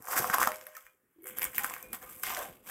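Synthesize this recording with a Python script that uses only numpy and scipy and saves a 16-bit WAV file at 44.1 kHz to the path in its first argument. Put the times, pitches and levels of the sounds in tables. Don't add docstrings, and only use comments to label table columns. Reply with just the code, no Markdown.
import sys
import numpy as np
from scipy import signal
from scipy.io import wavfile
from scipy.ndimage import uniform_filter1d

SR = 44100
rng = np.random.default_rng(int(sys.argv[2]) if len(sys.argv) > 2 else 0)


def put_to_file(sound):
    columns = np.atleast_2d(sound).T
    safe = np.clip(columns, -1, 1)
    whole_steps = np.round(safe * 32767)
    wavfile.write(sys.argv[1], SR, whole_steps.astype(np.int16))


def field_ratio(decibels):
    return 10 ** (np.asarray(decibels, dtype=float) / 20)


N = 119070


def evened(x):
    return x / np.sqrt(np.mean(x ** 2) + 1e-20)


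def smooth_noise(shape, first, second):
    return evened(uniform_filter1d(uniform_filter1d(rng.standard_normal(shape), first), second))


def read(points, hz):
    table_hz, value = np.transpose(points)
    return np.interp(np.log(hz + 1), np.log(table_hz + 1), value)


def along(table, col):
    rows = np.array(table)
    return np.interp(np.arange(N) / SR, rows[:, 0], rows[:, col])


def add(mix, s, sound):
    part = mix[round(s * SR):][:len(sound)]
    part += sound[:len(part)]


def coloured(x, points):
    log_gain = np.log(field_ratio(read(points, abs(np.fft.fftfreq(4096, 1 / SR)))))
    taps = np.fft.ifft(np.exp(np.conj(signal.hilbert(log_gain)))).real[:2048]
    return signal.oaconvolve(x, taps)[:N]


POP_CYCLES, RING_CYCLES = 1.5, 4


def pop(hz, cycles=POP_CYCLES):
    turns = np.arange(0, 5 * cycles / hz, 1 / SR) * hz
    fade = 2.6 / cycles
    return np.sin(2 * np.pi * turns) * turns * np.exp(1 - fade * turns) * fade


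TICK_S = .0011


def tick(noise):
    t = np.arange(len(noise)) / SR / TICK_S
    fold_delay = 2 + int(3 * abs(noise[0]))
    doubled = noise + .8 * np.sign(noise[1]) * np.roll(noise, fold_delay)
    burst = doubled * np.minimum(3 * t + .1, 1) * np.exp(-t)
    return burst / abs(burst).max()


# (time [s], level [dB])
HANDLING = [(0, -63.5), (.12, -107), (.21, -45.5), (.36, -55.5), (.75, -84.5), (1.15, -84), (1.3, -58.5),
            (2.7, -62.5)]
# (pitch [Hz], level [dB per Hz])
RUMBLE_COLOUR = [(25, -40.5), (55, -8.5), (160, -6), (450, -5), (900, -44)]
# (pitch [Hz], level [dB per Hz])
AIR_COLOUR = [(40, -0.5), (300, -3.5), (1800, 8), (4000, -14), (12000, 1)]
AIR_DB, LUMP_DB = -77.5, 4.5


def background():
    lumps = smooth_noise(N, 1500, 1000)
    rumble = evened(coloured(rng.standard_normal(N) * field_ratio(LUMP_DB * lumps), RUMBLE_COLOUR))
    air = evened(coloured(rng.standard_normal(N), AIR_COLOUR))
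    return field_ratio(along(HANDLING, 1)) * rumble + field_ratio(AIR_DB) * air


# (time [s], level
# [dB], pitch [Hz])
LOW_BUMPS = [(.165, -34.5, 320), (0.299, -36.5, 200), (.473, -38, 280), (1.642, -44.5, 240),
             (1.932, -43, 240), (.84, -74.5, 49.9), (1.46, -52.5, 55), (1.87, -58, 50), (2.04, -61, 49.7),
             (2.292, -63, 55), (2.51, -57.5, 50.5)]


def low_bumps():
    out = np.zeros(N)
    for s, db, hz in LOW_BUMPS:
        add(out, s, field_ratio(db) * pop(hz))
    return out


# (pitch [Hz], time to fall 60 dB [s])
KITCHEN = [(200, 0.45), (1500, 0.17), (12000, 0.1)]


def room(x):
    echoes = np.zeros(SR)
    at = np.arange(100, SR - 20, 20)
    echoes[at + rng.integers(0, 20, len(at))] = rng.choice([-1., 1.], len(at))
    hz, t, z = signal.stft(echoes, SR, nperseg=256)
    fade = field_ratio(-60 * t / read(KITCHEN, hz)[:, None])
    tail = signal.istft(z * fade, SR, nperseg=256)[1]
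    return signal.fftconvolve(x, tail / np.linalg.norm(tail))[:N]


# (pitch [Hz], level [dB], time to fall 60 dB [s])
BOWL_TONES = [(240, -8.5, 0.23), (323.3, -11, .1), (512, -6, 0.41), (622, -9, 0.37), (810, -11, .1),
              (1316, -4, 0.054)]
# (time [s], pitch [Hz], level [dB], time to fall 60 dB [s])
FINGER_NUDGES = [(.474, 619, -37.5, 0.26), (.535, 518.2, -52, 0.89), (.665, 615.5, -51.5, 0.44),
                 (0.749, 1800, -42.5, 0.092), (.765, 1290, -40.5, 0.1), (0.864, 2420, -57.5, 0.19),
                 (.87, 1277, -66.5, 0.3), (1.159, 325, -61.5, 0.27), (1.182, 330, -50.5, 0.33),
                 (1.195, 2200, -76, 0.36), (1.235, 2200, -56, 0.21), (1.226, 380, -52.5, 0.45),
                 (1.250, 505, -51, 1.03), (1.830, 2430, -57.5, 1.2), (1.835, 510, -56, 0.32),
                 (2.014, 1750, -49, 0.11), (2.03, 510, -47, 0.16), (1.6, 810, -41, .3),
                 (1.4, 512, -53.5, 0.81), (2.06, 1220, -53.5, 0.37), (2.15, 512, -58, 0.93),
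                 (2.24, 2110, -41, 0.27), (2.37, 600, -39, 0.28)]
BOWL_DB = -32.5


def bowl(drive):
    t, out = np.arange(SR // 2) / SR, np.zeros(N)
    ring = sum(field_ratio(db - 60 * t / t60) * np.sin(2 * np.pi * hz * t) for hz, db, t60 in BOWL_TONES)
    for s, hz, db, t60 in FINGER_NUDGES:
        waver = evened(uniform_filter1d(rng.standard_normal(len(t)), 500))
        rise = np.minimum(t / 0.0048, 1)
        damped = np.clip((.14 - t) / 0.037, 0, 1) ** (hz > 2300)
        tone = np.sin(2 * np.pi * hz * t + 0.35 * waver)
        add(out, s, rise * damped * field_ratio(db - 60 * t / t60 + 1.6 * waver) * tone)
    return out + field_ratio(BOWL_DB) * signal.fftconvolve(drive, 4 * ring / np.linalg.norm(ring))[:N]


# (time [s], rustle level [dB], crispness [dB])
HAND_PULL = [(0, -66.5, 5), (.12, -40, 2), (.3, -42, 2.5), (.5, -45, 0.5), (.6, -60, 3), (.86, -65.5, 4.5),
             (1.0, -96.5, 10.5), (1.22, -81.5, 8.5), (1.28, -56, 5), (1.5, -61.5, 8.5), (1.66, -45.5, 4),
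             (1.9, -65, 4), (2.06, -63, 9.5), (2.2, -65, 17), (2.34, -46, 1.5), (2.42, -41.5, -3.5),
             (2.62, -81.5, 9), (2.7, -45, 3)]
STRIP_STARTS = [.078, .100, .162, .298, .327, .340, .397, .750, 1.255, 1.366, 1.415, 1.545, 1.581, 1.637,
                1.930, 2.018, 2.092, 2.233]
# (length [s], level above the rustle [dB], extra crispness [dB])
STRIPS = [(0.0081, 1.5, 5), (0.054, 4.5, -2.5), (0.034, 6, 5.5), (0.0045, 9, -4), (.012, 6.5, -4.5),
          (0.0039, 4, 5.5), (0.039, 8.5, 2.5), (0.03, 6, 1), (0.034, 5, 7), (0.012, 9, 2),
          (0.054, 16, -3.5), (0.025, -1.5, 9), (0.019, 9, 0.5), (0.0084, 1, 5.5), (0.018, 19.5, 1),
          (0.026, 10, -5.5), (0.021, 2.5, 4), (0.084, 10, -5)]
RISE_S, FADE_S = .004, 0.017


def effort():
    t, lift_db = np.arange(N) / SR, np.zeros((2, N))
    for s, (length, db, crisp_db) in zip(STRIP_STARTS, STRIPS):
        rise = np.clip((t - s) / RISE_S + .5, 0, 1)
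        fade = np.exp(-np.maximum(t - s - length, 0) / FADE_S)
        lift_db += np.outer([db, db + crisp_db], rise * fade)
    crispness = np.outer([0, 1], along(HAND_PULL, 2) + 7)
    return field_ratio(along(HAND_PULL, 1) + lift_db + crispness)


# (time [s], pop pitch [Hz], lowest tick pitch [Hz], dull part of the tick [dB])
HANGING = [(0, 1185, 5930, -31), (.12, 1153, 5200, -19), (.5, 997, 5400, -9), (.62, 1512, 5400, -10.5),
           (.9, 1857, 5640, -38.5), (1.2, 2102, 9130, -44), (1.3, 1807, 7340, -41.5),
           (1.4, 1885, 6800, -14), (1.5, 1670, 7200, -14), (1.9, 1297, 7300, -8.5),
           (2.22, 1188, 7600, -19.5), (2.25, 1490, 4970, -2.5), (2.42, 820.7, 6300, -5.5),
           (2.6, 883, 8600, -4.5), (2.7, 1149, 6000, -10)]
POP_LOW_HZ, POP_HIGH_HZ, PITCH_SPREAD = 330, 3206, .55
CREASES_PER_S, SPREAD_DB, CLUMP_DB = 3000, 3.6, 1.4


def rustle():
    clump = smooth_noise(N, 300, 200)
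    size = field_ratio(SPREAD_DB * np.minimum(rng.exponential(1, (2, N)), 4) + CLUMP_DB * clump)
    snapping = rng.random((2, N)) < CREASES_PER_S / SR
    size *= snapping * rng.choice([-1., 1.], (2, N))
    kind, noise = rng.integers(0, 20, N), rng.standard_normal((20, 300))
    pitches = np.geomspace(POP_LOW_HZ, POP_HIGH_HZ, len(noise))
    octaves = PITCH_SPREAD * np.minimum(rng.standard_normal(N), 1.4)
    taut = np.searchsorted(pitches[:-1], along(HANGING, 1) * 2 ** octaves)
    pops, ticks = np.zeros(N), np.zeros(N)
    for k, hz in enumerate(pitches):
        cycles = RING_CYCLES if k % 3 == 1 else POP_CYCLES
        pops += signal.oaconvolve(size[0] * (taut == k), pop(hz, cycles))[:N]
        ticks += signal.oaconvolve(size[1] * (kind == k), tick(noise[k]))[:N]
    return effort() * np.array([evened(pops), evened(ticks)])


# (time [s], tick peak [dB], pop peak [dB], pop pitch [Hz])
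SNAPS = [(0.0229, -31, -45, 1430), (0.054, -25, -38.5, 1113), (0.0719, -28, -27, 1343),
         (0.0849, -44.5, -22, 980), (0.1301, -26.5, -21.5, 1268), (0.1359, -44.5, -19, 1002),
         (0.164, -21.5, -21, 1400), (0.1677, -31.5, -15, 1622), (0.1769, -31, -11.5, 1460),
         (0.1831, -10, -15, 1475), (0.2069, -34, -27, 926), (0.244, -22, -11.5, 1160),
         (0.2742, -16.5, -50.5, 1730), (0.2992, -24.5, -11, 1443), (0.3325, -32, -17.5, 1428),
         (0.3374, -33.5, -17, 1280), (0.3391, -34, -10.5, 1540), (0.3415, -10.5, -9, 1220),
         (0.3432, -13, -13, 1310), (0.3451, -12, -9, 998),
         (0.3835, -13, -10.5, 1020), (0.398, -28, -14.5, 1120), (0.4154, -19, -8, 1110),
           (0.4258, -26, -13, 1450), (0.4295, -6.5, -9.5, 1600), (0.4369, -26, -12, 1430),
           (0.4484, -31, -17, 1600), (0.4565, -19, -34, 1300), (0.473, -6.5, -7, 1040),
           (0.475, -13.5, -11, 1250), (0.489, -24, -51, 1420), (0.5186, -18.5, -21, 1900),
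           (0.5582, -24, -34, 1410), (0.6121, -24.5, -40, 1500), (0.6679, -24.5, -32.5, 1580),
           (0.767, -19, -31.5, 1480), (0.866, -38, -36, 1780), (1.2219, -34.5, -63, 2100),
           (1.2336, -29.5, -61, 2080), (1.2419, -24, -47, 1500), (1.2572, -28, -35, 1490),
           (1.2701, -14, -32, 1800),
         (1.3854, -9.5, -31, 1500), (1.394, -16.5, -27.5, 1770), (1.4118, -21, -33, 1820),
           (1.4183, -10.5, -21.5, 2000), (1.426, -15, -44, 2010), (1.43, -9, -23, 2100),
           (1.4419, -7.5, -24, 2080), (1.452, -11, -24.5, 1950), (1.5332, -30, -37.5, 1850),
           (1.5471, -16.5, -37, 1840.0), (1.555, -24, -46, 1620), (1.5617, -16, -33, 2150),
           (1.5817, -5, -16, 2020), (1.594, -15, -20.5, 1720.0), (1.6351, -14.5, -37, 1550.0),
           (1.6449, -12.5, -12.5, 1440), (1.698, -16, -29.0, 1540), (1.709, -34, -24.5, 1000),
           (1.7383, -11.5, -48, 1940), (1.7644, -22, -25.5, 1540), (1.827, -22, -70, 1480),
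         (1.9308, -18, -31.5, 1290), (2.027, -27.5, -38, 1510), (2.095, -33, -38, 1190.0),
           (2.2341, -11, -27, 1560), (2.2363, -21, -19.5, 1470), (2.269, -40, -22.5, 2000),
           (2.322, -35, -33, 1210), (2.348, -17.5, -53, 1860), (2.3671, -44, -20.5, 1800),
           (2.371, -21, -24.5, 1670), (2.679, -35, -44, 1000)]
POP_DB, TICK_DB = -4, 1.5


def snaps():
    rows = SNAPS
    pops, ticks = np.zeros((2, N))
    for s, tick_db, pop_db, hz in rows:
        noise = rng.standard_normal(300)
        add(pops, s, field_ratio(pop_db + POP_DB) * np.sign(noise[0]) * pop(hz))
        add(ticks, s, field_ratio(tick_db + TICK_DB) * tick(noise))
    return np.array([pops, ticks])


# (pitch [Hz], level [dB])
COUNTER_ECHO = [(3300, 0), (4200, -9.5), (5000, -2.5)]


def film():
    pops, ticks = snaps() + rustle()
    hz, t, z = signal.stft(ticks, SR, nperseg=128, noverlap=96)
    at = np.minimum(np.round(t * SR).astype(int), N - 1)
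    lowest_hz, dull_db = along(HANGING, 2)[at], along(HANGING, 3)[at]
    bright = 1 / np.sqrt(1 + (lowest_hz / (hz[:, None] + 1)) ** 12)
    thinned = signal.istft(z * (bright + field_ratio(dull_db)), SR, nperseg=128, noverlap=96)[1][:N]
    return coloured(pops + thinned, COUNTER_ECHO)


# (pitch [Hz], level [dB])
MIC_COLOUR = [(200, -10), (1000, -1), (2100, 1), (4200, -1), (5700, -7), (10000, -7), (13300, 1.5),
              (15800, -11.5)]
# (pitch [Hz], level [dB])
CHANNEL_DIFFERENCE = [(40, -27.5), (300, -37), (1000, -42), (3000, -33), (8000, -34)]
ROOM_DB, TOUCH_DB = -9, -8


def scene():
    sheet = film()
    low = background() + low_bumps()
    touch = field_ratio(along(HANDLING, 1) + TOUCH_DB + 18) * rng.standard_normal(N)
    heard = coloured(sheet + field_ratio(ROOM_DB) * room(sheet), MIC_COLOUR)
    mid = heard + bowl(sheet + touch) + low
    side = coloured(np.roll(mid, 300), CHANNEL_DIFFERENCE)
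    return np.array([mid + side, mid - side])


def low_pass(x):
    return signal.sosfilt(signal.butter(12, 16830, fs=SR, output="sos"), x)


TOP_HZ, SLIP_HZ, SLIP_RARITY, SIDE_DB = 15900, 9000, 1.45, 1


def record(dry):
    hz, t, z = signal.stft(dry, SR, nperseg=1024)
    chance = uniform_filter1d(rng.standard_normal(z.shape[1:]), size=24, axis=0)
    chance = evened(uniform_filter1d(chance, size=5, axis=1))
    slip = (uniform_filter1d(chance, size=8, axis=0) > SLIP_RARITY) & (hz[:, None] > SLIP_HZ)
    opposite = field_ratio(SIDE_DB) * np.array([1, -1])[:, None, None]
    slipped = signal.istft(z * np.where(slip, opposite, 1), SR, nperseg=1024)[1][:, :N]
    limited = signal.oaconvolve(slipped, signal.firwin(301, TOP_HZ, fs=SR)[None], "same")
    return low_pass(limited)


dry = scene()
out = record(dry)
put_to_file(out)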